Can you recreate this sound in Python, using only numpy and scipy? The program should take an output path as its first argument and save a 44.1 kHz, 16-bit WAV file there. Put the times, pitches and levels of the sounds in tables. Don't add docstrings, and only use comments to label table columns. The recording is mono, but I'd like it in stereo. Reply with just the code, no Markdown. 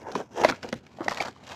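import sys
import numpy as np
from scipy import signal
from scipy.fft import rfft, irfft, next_fast_len
from scipy.io import wavfile
from scipy.ndimage import uniform_filter1d

SR = 44100
rng = np.random.default_rng(int(sys.argv[2]) if len(sys.argv) > 2 else 0)


def materialize(psi):
    bounded = np.clip(np.atleast_2d(psi).T, -1, 1)
    quanta = np.round(bounded * 32767).astype(np.int16)
    wavfile.write(sys.argv[1], SR, quanta)


N = 68355
T = np.arange(N) / SR

# (frequency [Hz], relative density [dB])
AIR_SPECTRUM = [(20, -27), (50, -15), (85, 21.5), (130, 17), (250, 9), (900, -5), (2500, -48), (14000, -40)]
# (frequency [Hz], power share [0-1])
SCATTERED_SHARE = [(200, 0.07), (600, 0.06), (1200, 0.3), (3000, 0.65), (5000, 0.99)]
# (frequency [Hz], gain [dB])
FAR_MIC_SHADE = [(100, -1), (500, -1.5), (900, -3), (1400, -2.5), (2200, -5), (3100, -5), (4000, -12.5),
                 (5200, -18.5), (6300, -24.5), (8000, -21), (9500, -16), (12500, -7)]
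# (time [s], peak level [dB])
GRANULE_SNAPS = [(.122, -28.5), (.511, -18.5), (0.5602, -33.5), (0.631, -27), (0.69, -19), (0.7265, -21),
                 (0.7403, -28), (0.762, -35), (1.0326, -37), (1.0458, -30), (1.0826, -20.5), (1.095, -20),
                 (1.1188, -24), (1.1258, -20), (1.1358, -23), (1.1462, -19), (1.184, -22), (1.206, -18),
                 (1.214, -17), (1.256, -26), (1.469, -33.5), (1.477, -33), (1.491, -28.5)]
# (time [s], level [dB], decay [s])
SHINGLE_CRACKS = [(0.016, -42, 0.0037), (0.117, -33, 0.0032), (0.1516, -28.5, 0.012), (0.435, -23.5, 0.03),
                  (0.4466, -12, 0.0035), (0.488, -19, 0.0078), (0.4967, -22, 0.0053), (0.6289, -31, 0.0043),
                  (0.635, -34.5, 0.0033), (0.6883, -38, 0.0017), (0.7276, -22, 0.0038),
                  (0.8661, -39.5, 0.0024), (1.084, -14.5, 0.0015), (1.1098, -22, 0.0029),
                  (1.173, -19, 0.0023), (1.2056, -23, 0.004), (1.2233, -20.5, 0.0026)]
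# (frequency [Hz], relative density [dB])
SNAP_SPECTRUM = [(900, -1.5), (2500, -0.5), (5800, 3.5), (8500, -14.5), (13000, -23.5), (16000, -26)]
CRACK_SPECTRUM = [(300, -11), (1400, 3.5), (2400, 3.5), (4000, -2), (6400, -6), (8000, -26), (10000, -22.5),
                  (13000, -24), (15000, -66)]
# (time [s], level [dB], pitch [Hz])
NAIL_SLIPS = [(.448, -9, 2000), (.7268, -23, 2120), (1.0805, -12, 1947), (1.2024, -12.5, 2313)]
# (time [s], level [dB], main pitch [Hz], t60 [s])
BOARD_KNOCKS = [(0.0679, -31.5, 890, 0.027), (.154, -16.5, 1004, 0.021), (.158, -18.5, 422, 0.041),
                (0.195, -27, 406, 0.024), (.4378, -6.5, 895, 0.01), (0.4482, -3.5, 637, 0.031),
                (0.502, -32, 270, 0.084), (0.5233, -21, 1380, 0.034), (0.63, -35.5, 1495, 0.025),
                (.6448, -25, 499, 0.047), (0.646, -29, 257, 0.045), (.727, -25.5, 520, 0.037),
                (0.727, -25.5, 223, 0.051), (.752, -39, 121.6, 0.14), (0.9864, -31, 740, 0.014),
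                (1.006, -25, 334, 0.053), (1.008, -23.5, 1210, 0.0072), (1.062, -30, 595, 0.047),
                (1.082, -10, 813, 0.017), (1.112, -18.5, 1080, 0.0071), (1.118, -15.5, 990, 0.0087),
                (1.1251, -24, 990, 0.02), (1.207, -18, 784, 0.028), (1.283, -22.5, 920, 0.0093),
                (1.363, -43.5, 1080, 0.021)]
# (frequency [x main pitch], gain [dB], ring time [x t60])
BOARD_MODES = [(.41, -15.5, 1.2), (.64, -27.5, .8), (1.0, 3, 1.0), (1.48, -9.5, .7), (2.42, -15.5, .7)]
# (time [s], deck rumble [dB], shingle grinding [dB], grit [dB])
FIRST_SHOVE = [(0, -51, -49, -50.5), (0.048, -48, -43, -59.5), (0.078, -58, -34.5, -52.5),
               (0.142, -44.5, -44, -52), (0.161, -34.5, -41.5, -43), (0.209, -44.5, -32, -47),
               (0.232, -46, -53.5, -53), (0.282, -60.5, -64.5, -69)]
HARD_SHOVE = [(0.351, -45, -42.5, -48.5), (0.378, -68, -26, -37.5), (0.416, -31, -25, -36),
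              (0.432, -45, -24, -44), (0.453, -26.5, -34.5, -55), (0.47, -45, -36, -37),
              (0.499, -30.5, -25, -24), (0.513, -37.5, -48, -58), (0.531, -35.5, -36.5, -50),
              (0.549, -51.5, -46.5, -47), (0.619, -58, -56, -58.5)]
PRY = [(0.651, -36.5, -33.5, -42), (0.669, -53, -45, -48.5), (0.693, -43, -40.5, -45),
       (0.716, -58, -75, -55), (0.732, -46.5, -31.5, -63), (0.77, -43, -65, -49.5), (0.812, -61, -60, -64),
       (.9, -64, -59.5, -59), (0.984, -47.5, -56, -55)]
LONG_SHOVE = [(1.013, -66, -30, -49), (1.045, -43.5, -43, -43.5), (1.077, -37, -42.5, -50),
              (1.103, -48, -39, -34), (1.113, -36.5, -27.5, -39), (1.135, -51, -41, -41.5),
              (1.178, -48, -36.5, -39), (1.198, -45, -40, -44.5), (1.223, -37, -30.5, -30.5),
              (1.243, -56, -41.5, -43.5), (1.257, -43, -32, -34), (1.292, -41.5, -42.5, -44),
              (1.314, -54, -70, -56.5), (1.39, -61, -57, -58.5)]
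LAST_SHOVE = [(1.43, -50.5, -54.5, -54.5), (1.475, -59, -51, -48), (1.523, -45.5, -36.5, -36.5),
              (1.55, -52.5, -45, -43)]
# (frequency [Hz], relative density [dB])
DECK_SPECTRUM = [(40, -53), (85, -2), (130, 0.5), (240, 7.5), (340, 1), (480, -1), (900, -37)]
GRIND_FIRST_PATCH = [(150, -26), (350, 6.5), (900, 3.5), (1150, -6.5), (1520, 0), (2000, -12.5),
                     (3500, -42)]
GRIND_STIFF_PATCH = [(150, -33), (350, -46), (480, -5), (880, -0.5), (1150, -5), (1520, -9.5),
                     (2000, -14.5), (3500, -53)]
GRIT_BEFORE_BITE = [(600, -27), (2000, -2), (3100, 4), (4400, -8.5), (5800, 2), (7500, -9), (9500, -22.5),
                    (12500, -24), (15000, -52)]
GRIT_AFTER_BITE = [(600, -44), (1500, -1.5), (2400, 1.5), (3600, -1.5), (4600, -2.5), (6200, -7),
                   (7500, -10), (9500, -25.5), (12800, -23), (15000, -52)]


def from_db(db):
    return 10 ** (np.asarray(db) / 20)


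def unit_rms(x):
    return x / np.sqrt(np.mean(x ** 2) + 1e-20)


def colour(x, spectrum, delay_s=0):
    size = next_fast_len(N + 4096)
    hz = np.arange(size // 2 + 1) * SR / size
    point_hz, point_db = np.transpose(spectrum)
    gain = from_db(np.interp(np.log(hz + 1), np.log(point_hz), point_db))
    delay = np.exp(-2j * np.pi * hz * delay_s)
    return irfft(rfft(x, size) * gain * delay, size)[..., :N]


def drift(per_s):
    width = max(int(SR / per_s / 2), 1)
    smoothed = uniform_filter1d(rng.standard_normal(N), width, mode="wrap")
    return unit_rms(uniform_filter1d(smoothed, width, mode="wrap"))


def grains(per_s, spread_db):
    sizes = from_db(spread_db * np.minimum(rng.exponential(1, N), 4))
    signs = rng.choice([-1, 1], N)
    return sizes * signs * (rng.random(N) < per_s / SR)


def burst(start_s, decay_s):
    return (T >= start_s) * np.exp(-np.maximum(T - start_s, 0) / decay_s)


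def outdoor_air(level_db=-56.5):
    noise = rng.standard_normal(N) + 0.23 * rng.standard_normal((2, N))
    return from_db(level_db) * unit_rms(colour(noise, AIR_SPECTRUM))


def wall_echoes(x, level_db=-24.5, delay_s=0.00093, t60_s=0.29, dull_hz=2580):
    tails = rng.standard_normal((2, N)) * burst(delay_s, t60_s / np.log(1000))
    tails = signal.sosfilt(signal.butter(1, dull_hz, fs=SR, output="sos"), tails)
    tails /= np.linalg.norm(tails, axis=1, keepdims=True)
    return from_db(level_db) * signal.fftconvolve(x[None], tails, axes=1)[:, :N]


def scatter(x, positions=14, decay_s=.003):
    out = np.zeros(N)
    position = np.arange(N) * positions // N
    for k in range(positions):
        paths = rng.standard_normal(N) * burst(0, decay_s)
        out += signal.fftconvolve(x * (position == k), paths / np.linalg.norm(paths))[:N]
    return out


def far_microphone(x):
    hz, share = np.transpose(SCATTERED_SHARE)
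    direct = colour(x, np.c_[hz, 10 * np.log10(1 - share)], delay_s=.00013)
    scattered = colour(scatter(x), np.c_[hz, 10 * np.log10(share)])
    return colour(direct + scattered, FAR_MIC_SHADE)


def granule_snaps():
    out = np.zeros(N)
    for start_s, db in GRANULE_SNAPS:
        tick = colour(rng.standard_normal(N) * burst(start_s, decay_s=.001), SNAP_SPECTRUM)
        out += from_db(db) * tick / np.abs(tick).max()
    return out


def shingle_cracks(patchy_db=1.2):
    out = np.zeros(N)
    point_hz, point_db = np.transpose(CRACK_SPECTRUM)
    hz = np.geomspace(point_hz[0], point_hz[-1], num=30)
    typical_db = np.interp(np.log(hz), np.log(point_hz), point_db)
    fractures = grains(per_s=11000, spread_db=1.5)
    for start_s, db, decay_s in SHINGLE_CRACKS:
        envelope = burst(start_s, decay_s)
        piece_db = typical_db + patchy_db * rng.standard_normal(len(hz))
        shower = colour(fractures * envelope, np.c_[hz, piece_db])
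        out += from_db(db) * shower * np.linalg.norm(envelope) / np.linalg.norm(shower)
    return out


def nail_chirps(rise_s=0.0019, wobble=.035, overtone_db=-15):
    out = np.zeros(N)
    for start_s, db, hz in NAIL_SLIPS:
        age = np.maximum(T - start_s, 0) / rise_s
        envelope = (age * np.exp(1 - age)) ** 2
        pitch_hz = hz * (1 + wobble * drift(per_s=1800))
        phase = 2 * np.pi * np.cumsum(pitch_hz * (T >= start_s)) / SR
        out += from_db(db) * envelope * (np.sin(phase) + from_db(overtone_db) * np.sin(2 * phase))
    return out


def board_mode(force, hz, t60_s):
    radius, angle = from_db(-60 / (t60_s * SR)), 2 * np.pi * hz / SR
    feedback = [1, -2 * radius * np.cos(angle), radius * radius]
    ringing = signal.lfilter([0, np.sin(angle)], feedback, force + 1e-18)
    return signal.sosfilt(signal.butter(3, hz / 2, "high", fs=SR, output="sos"), ringing)


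def board_knocks(crush_s=0.0016, crush_to_click=.35):
    out = np.zeros(N)
    for start_s, db, hz, t60_s in BOARD_KNOCKS:
        force = rng.standard_normal(N) * burst(start_s, crush_s)
        force *= crush_to_click / np.linalg.norm(force)
        force[int(start_s * SR)] += 1
        for pitch_ratio, mode_db, t60_ratio in BOARD_MODES:
            out += from_db(db + mode_db) * board_mode(force, hz * pitch_ratio, t60_s * t60_ratio)
    return out


def blade_scraping(bite_s=.44, stiff_patch_s=.9):
    times, *levels = np.transpose(FIRST_SHOVE + HARD_SHOVE + PRY + LONG_SHOVE + LAST_SHOVE)
    deck_gain, grind_gain, grit_gain = [from_db(np.interp(T, times, db)) for db in levels]
    judder_db = drift(per_s=110)
    deck = unit_rms(colour(grains(per_s=2500, spread_db=1.0), DECK_SPECTRUM))
    slips = grains(per_s=1300, spread_db=-1.0) * from_db(judder_db)
    grind = np.where(T < stiff_patch_s, unit_rms(colour(slips, GRIND_FIRST_PATCH)),
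                     unit_rms(colour(slips, GRIND_STIFF_PATCH)))
    breaks = grains(per_s=4500, spread_db=2.0) * from_db(2.85 * judder_db)
    grit = np.where(T < bite_s, unit_rms(colour(breaks, GRIT_BEFORE_BITE)),
                    unit_rms(colour(breaks, GRIT_AFTER_BITE)))
    return deck_gain * deck + grind_gain * grind + grit_gain * grit


def scene():
    work = blade_scraping() + board_knocks() + nail_chirps() + shingle_cracks() + granule_snaps()
    left, right = work + wall_echoes(work)
    return np.array([far_microphone(left), right]) + outdoor_air()


def record(dry, ceiling=.93, cutoff_hz=13400):
    rounded = dry / (1 + (dry / ceiling) ** 6) ** (1 / 6)
    return signal.sosfilt(signal.butter(22, cutoff_hz, fs=SR, output="sos"), rounded)


dry = scene()
out = record(dry)
materialize(out)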